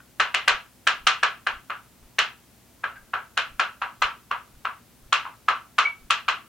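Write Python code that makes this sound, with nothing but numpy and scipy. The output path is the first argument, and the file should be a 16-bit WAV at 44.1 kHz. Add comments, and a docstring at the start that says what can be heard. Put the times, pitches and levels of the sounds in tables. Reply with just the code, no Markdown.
"""Chalk writes on a wall blackboard in a small, quiet classroom, a few metres from a stereo microphone.
Each stroke starts with a hard tap: an impulse that excites the board's resonances, early echoes and room.
The chalk then slides faintly, as filtered friction noise, and squeaks twice, as gliding stick-slip tones.
Soft low thuds are short pressure pulses, each with a faint rustle of filtered noise just ahead.
Ventilation is shaped steady noise with a slightly wavering hum of sines."""
import sys
import numpy as np
from scipy import signal
from scipy.fft import rfft, irfft
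from scipy.io import wavfile

SR = 44100
rng = np.random.default_rng(int(sys.argv[2]) if len(sys.argv) > 2 else 0)


def persist_wave(psi):
    """Save psi, clipped to +-1, as 16-bit WAV."""
    counts = np.round(np.clip(psi, -1, 1) * 32767).astype(np.int16)
    wavfile.write(sys.argv[1], SR, np.atleast_2d(counts).T)


N = 285856
TIME = np.arange(N) / SR
# samples in each short sound and room response, and their times in seconds
LENGTH = 16384
SHORT_TIME = np.arange(LENGTH) / SR
# signs of a difference between the left and right channels
LEFT_RIGHT = np.array([[1], [-1]])

# chalk landings: (time [s], relative level [dB], contact hardness [dB], board resonance at that spot [Hz])
LANDINGS = [(0.1982, -8, 0.5, 1754), (0.3424, -11.5, 5.5, 1975), (0.4768, -5.5, 2.5, 1790),
            (.869, -7.5, 4, 1640), (1.0676, -5.5, 5, 1234), (1.2289, -8, 0.5, 1603),
            (1.466, -13.5, 0, 1598), (1.6985, -19, -3, 1430), (2.185, -8, 5.5, 1774),
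            (2.8362, -17, -5.5, 1617), (3.1342, -15, -7.5, 1558), (3.3717, -11, 4, 1586),
            (3.595, -10, 0, 1480), (3.8168, -16, -5.5, 873), (4.0188, -8.5, -1, 1060),
            (4.3094, -15, -6, 1041), (4.6491, -16.5, -5.5, 1060), (5.124, -7, 3.5, 1150),
            (5.249, -27.5, -5.5, 950), (5.4821, -8.5, -4, 1175), (5.7823, -6.5, 1, 1164),
            (6.1022, -8.5, 6.5, 1200), (6.2812, -10.5, 2.5, 1167)]
# broad colour of the board under an average tap: (frequency [Hz], relative level [dB])
BOARD_COLOUR = [(100, -28.5), (320, -28), (450, -16), (750, -10.5), (1100, -2), (1550, -1.5), (1900, -9),
                (2700, -3.5), (4000, -15.5), (4900, -22), (6800, -26), (10000, -41), (16000, -69)]
# soft low thuds: (time [s], relative level [dB])
THUD_EVENTS = [(.549, -39.5), (1.049, -41), (1.571, -40.5), (2.06, -43.5), (3.033, -47.5), (3.548, -40.5),
               (4.052, -37.5), (4.574, -43.5), (5.065, -42), (6.052, -42)]


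def undb(db):
    """Amplitude ratio: 20 dB is a factor of ten."""
    return 10 ** (np.asarray(db) / 20)


def unit(x):
    """Normalisation to a root-mean-square value of 1."""
    return x / np.sqrt(np.mean(x ** 2))


def curve(points, hz):
    """Linear interpolation of (frequency [Hz], value) points on a logarithmic frequency axis."""
    f, value = np.transpose(points)
    return np.interp(np.log(hz + 1), np.log(f), value)


def bins(size):
    """Frequencies in Hz of a discrete Fourier spectrum."""
    return np.fft.rfftfreq(size, 1 / SR)


def resonance(hz, centre_hz, width_hz):
    """Lorentzian resonance peak of height 1, with its full width at half height."""
    return 1 / (1 + (2 * (hz - centre_hz) / width_hz) ** 2)


def causal(db):
    """Minimum-phase response with the given gain: it rings after a blow, never before."""
    cepstrum = irfft(np.log(undb(db)))
    half = len(cepstrum) // 2
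    # folding the cepstrum onto positive times makes the response causal
    folded = np.r_[cepstrum[0], 2 * cepstrum[1:half], np.zeros(half)]
    return np.exp(rfft(folded))


def add(out, start_s, sound):
    """Superposition: a sound is summed into the mix from its start time."""
    i = max(int(start_s * SR), 0)
    out[:, i:i + sound.shape[1]] += sound[:, :N - i]


def taps(gain_db=19, room_db=2.5, spot_db=4.0, near_db=5, spot_width_hz=440, shared=0.38):
    """Impulse excitation: each landing rings the board's modes, most at the resonance of the struck spot."""
    # modes of the board: (frequency [Hz], width [Hz], height [dB])
    board_modes = [(675, 37, 4.5), (772, 19, 4), (963, 12, 5.5), (1168, 90, 4.5), (1326, 52, 6),
                   (1641, 91, -3), (1652, 94, 7), (2020, 126, 5), (2400, 25, -0.5), (2474, 35, 2),
                   (2720, 53, 1), (2850, 68, 3), (3140, 50, 3.5), (3590, 54, 0.5), (4100, 77, 6.5)]
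    out, hz = np.zeros((2, N)), bins(LENGTH)
    board_db = curve(BOARD_COLOUR, hz)
    for mode_hz, width_hz, height_db in board_modes:
        board_db = board_db + height_db * resonance(hz, mode_hz, width_hz)
    common_field = diffuse(LENGTH)
    for start_s, level_db, hardness_db, spot_hz in LANDINGS:
        spot = resonance(hz, spot_hz, spot_width_hz)
        contact_db = touch(hz, level_db, hardness_db, spot_hz)
        ring = causal(board_db + contact_db + spot_db * spot)
        # the struck spot speaks first, before the blow spreads through the whole board
        first = irfft(ring * causal(near_db * spot) * arrivals())
        # all spots share part of their echo pattern
        field = np.sqrt(shared) * common_field + np.sqrt(1 - shared) * diffuse(LENGTH)
        room = irfft(ring * rfft(reverberation(field)))
        knock = unit(first) + undb(room_db) * unit(room)
        add(out, start_s, undb(level_db + gain_db) * knock / np.sqrt(LENGTH))
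    return out


def touch(hz, level_db, hardness_db, spot_hz):
    """Contact stiffness sets the colour: a hard contact clacks, and a hard or strong one ticks."""
    # relative to an average landing at -11 dB and 1390 Hz
    # spots that resonate higher also give more low body: 6 dB per octave
    body_db = 6 * np.log2(spot_hz / 1390)
    tick_db = .75 * (level_db + 11) + 1.33 * hardness_db
    return curve([(600, body_db), (1300, 0), (2700, hardness_db), (6000, tick_db)], hz)


def arrivals(jitter_s=.00016, scatter_db=3.06, channel_lag_s=.000011, treble_hz=5500,
             crush_db=-3, crush_s=0.001):
    """Multipath propagation: delayed copies interfere, and their paths shift as the hand moves."""
    # first arrivals, past the writer and off nearby surfaces:
    # (mean delay [s], mean level [dB], added treble [dB])
    paths = [(.0004, -7.5, 5), (.0019, -5.5, 6.5), (.0044, 2, 10), (.0055, -6, 31), (.0075, -11, 11),
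             (0.0093, -12.5, 15), (0.0222, -11.5, -16)]
    hz, total = bins(LENGTH), 0
    treble = hz ** 2 / (hz ** 2 + treble_hz ** 2)
    shifts = rng.standard_normal((len(paths), 3))
    for (delay_s, level_db, treble_db), (late, size, angle) in zip(paths, shifts):
        lag_s = max(delay_s + jitter_s * late, 0) + channel_lag_s * angle * LEFT_RIGHT
        gain = undb(level_db + scatter_db * size + treble_db * treble)
        total = total + gain * np.exp(-2j * np.pi * hz * lag_s)
    # the tip crumbles for a moment as it lands, which smears the treble
    crumbs = rng.standard_normal(LENGTH) * np.exp(-SHORT_TIME / crush_s)
    crumbs = unit(crumbs) / np.sqrt(LENGTH)
    return total * (1 - treble + undb(crush_db) * treble * rfft(crumbs))


def slides(graze_db=-52, graze_s=0.008, slide_db=-39, slide_s=0.11):
    """Contact noise: the tip grazes the board around each landing and slides after it; short scrapes join in."""
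    # short scrapes, and at 5.262 s the soft noise of a second light tap:
    # (time [s], length [s], direct level [dB], centre frequency [Hz])
    short_noises = [(0.0, 0.0073, -46.5, 1450), (3.49, 0.011, -61.5, 1410), (3.885, 0.025, -50, 1050),
                    (5.262, .018, -36, 967)]
    out = np.zeros((1, N))
    noises = list(short_noises)
    for start_s, level_db, _, spot_hz in LANDINGS:
        noises.append((start_s - graze_s, 2 * graze_s, graze_db, spot_hz))
        # the slide's level is relative to its tap's
        noises.append((start_s, slide_s, level_db + slide_db, spot_hz))
    for start_s, length_s, level_db, centre_hz in noises:
        arch = np.sin(np.pi * np.minimum(SHORT_TIME / length_s, 1))
        pressure = np.sqrt(np.clip(arch, 0, 1))
        add(out, start_s, undb(level_db) * friction(pressure, centre_hz)[None])
    return out


def friction(pressure, centre_hz, width_hz=550, grain_db=4, focus_db=15, soft_hz=3200):
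    """Random excitation: chalk crumbling under a soft push gives dense uneven grains that ring the board."""
    hz = bins(LENGTH)
    unevenness = undb(grain_db * rng.standard_normal(LENGTH))
    grains = pressure * rng.standard_normal(LENGTH) * unevenness
    board = causal(curve(BOARD_COLOUR, hz) + focus_db * resonance(hz, centre_hz, width_hz))
    # the soft push is a first-order low-pass
    scrape = irfft(rfft(grains) * board / (1 + 1j * hz / soft_hz))
    return unit(scrape) * np.sqrt(np.mean(pressure ** 2))


def squeaks(overtone_db=-38, tone_attack=.5, rasp_attack=.25):
    """Stick-slip oscillation: a tone swells, glides and lets go; it rasps as the tip catches."""
    # squeaks: (time [s], length [s], direct level [dB], starting pitch [Hz], glide [Hz/s],
    # rasp relative to the tone [dB])
    squeak_events = [(2.952, .036, -40, 1780, -10000, -3.5), (5.849, .023, -13, 2222, 2800.5, -33.5)]
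    out = np.zeros((1, N))
    for start_s, length_s, level_db, pitch_hz, glide, rasp_db in squeak_events:
        pitch = pitch_hz + glide * np.minimum(SHORT_TIME, length_s)
        phase = 2 * np.pi * np.cumsum(pitch) / SR
        # each attack is a share of the squeak's length
        progress = SHORT_TIME / length_s
        swell = np.interp(progress, [0, tone_attack, 1], [0, 1, 0])
        catch = np.interp(progress, [0, rasp_attack, 1], [0, 1, 0]) ** 2
        tone = swell * (np.sin(phase) + undb(overtone_db) * np.sin(2 * phase))
        rasp = undb(rasp_db) * friction(catch, pitch_hz)
        add(out, start_s, undb(level_db) * (tone + rasp)[None])
    return out


def diffuse(size):
    """Diffuse field: the spectrum of white noise that reaches the microphone from all sides."""
    # side against mid: (frequency [Hz], level difference [dB])
    side_levels = [(40, -11), (150, -7), (500, -7), (1100, -8.5), (3000, -6.5), (8000, -3), (14000, -3.5)]
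    mid, side = rfft(rng.standard_normal((2, size)))
    width = undb(curve(side_levels, bins(size)))
    return (mid + width * side * LEFT_RIGHT) / np.sqrt(1 + width ** 2)


def reverberation(field, build_s=0.0051):
    """Exponential decay: each band of a diffuse field dies at its own rate, in a response of unit energy."""
    # decay of board and room: (frequency [Hz], time to fall by 60 dB [s])
    decays = [(200, 0.33), (550, 0.27), (1100, 0.25), (1450, 0.26), (2000, 0.24), (2600, 0.25),
              (3100, 0.25), (3800, .23), (5500, 0.22), (10000, 0.13)]
    hz = bins(LENGTH)
    centres, t60s = np.transpose(decays)
    tail = 0
    for share, t60 in zip(np.eye(len(decays)), t60s):
        band = irfft(field * curve(np.c_[centres, share], hz))
        tail = tail + band * np.exp(-np.log(1000) * SHORT_TIME / t60)
    build_up = 1 - np.exp(-SHORT_TIME / build_s)
    return unit(tail * build_up) / np.sqrt(LENGTH)


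def in_room(x, wet_db):
    """Convolution with the room response adds the classroom's reverberation to a sound."""
    response = reverberation(diffuse(LENGTH), build_s=0.0035)
    wet = signal.fftconvolve(x, response, axes=1)[:, :N]
    return x + undb(wet_db) * np.std(x) * unit(wet)


def thuds(width_s=0.0054, lead_s=0.0297, lead_db=-3):
    """Pressure pulses: each thud is a dull dip of pressure followed by a push."""
    def bump(centre_s):
        u = (TIME - centre_s) / width_s
        return np.exp(-u ** 2) - np.exp(-(u / 4) ** 2) / 4

    out = np.zeros(N)
    for push_s, level_db in THUD_EVENTS:
        dip = undb(lead_db) * bump(push_s - lead_s)
        out += undb(level_db) * (bump(push_s) - dip)
    return out


def rustles(rustle_db=-65, ahead_s=0.032, length_s=.014, centre_hz=1320):
    """Gated friction noise: a faint rustle comes just ahead of each thud."""
    out = np.zeros((1, N))
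    pressure = 1. * (SHORT_TIME < length_s)
    for thud_s, _ in THUD_EVENTS:
        add(out, thud_s - ahead_s, undb(rustle_db) * friction(pressure, centre_hz)[None])
    return out


def ventilation(air_db=-55.5, waver_rad=.6):
    """Broadband flow noise with a tonal hum whose phases drift slowly at random."""
    # spectrum of ventilation and hiss: (frequency [Hz], relative density [dB per Hz])
    air_colour = [(15, -57.5), (25, -17.5), (108, -4.5), (161, -7), (206, -6.5), (242, -3), (270, -8.5),
                  (309, -9.5), (476, -15), (714, -15), (1160, -19), (4870, -23.5), (11300, -23.5),
                  (16000, -25)]
    # hum partials: (frequency [Hz], rms level [dB])
    hum_partials = [(60, -70), (120.5, -68.5), (239, -83)]
    air = irfft(diffuse(N) * undb(curve(air_colour, bins(N))), N)
    air = unit(air) * undb(air_db)
    knots = np.linspace(0, TIME[-1], 20)
    hum = 0
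    for hz, level_db in hum_partials:
        drift = waver_rad * np.interp(TIME, knots, rng.standard_normal(len(knots)))
        hum = hum + undb(level_db) * np.sqrt(2) * np.sin(2 * np.pi * hz * TIME + drift)
    return air + hum


def scene(left_db=1.0, wet_db=-3):
    """Superposition of the writing and the background, a touch left of centre, with central thuds."""
    faint = slides() + squeaks() + rustles()
    chalk = taps() + in_room(faint, wet_db)
    balance = undb(left_db * LEFT_RIGHT / 2)
    return (chalk + ventilation()) * balance + thuds()


def record(dry):
    """Saturation and band-limiting: the recorder rounds the highest peaks and cuts the top."""
    ceiling, top_hz = .88, 16100
    rounded = dry / (1 + (dry / ceiling) ** 4) ** (1 / 4)
    # order 10, 0.2 dB ripple, 70 dB rejection
    low_pass = signal.ellip(10, .2, 70, top_hz, fs=SR, output="sos")
    return signal.sosfilt(low_pass, rounded)


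dry = scene()
out = record(dry)
persist_wave(out)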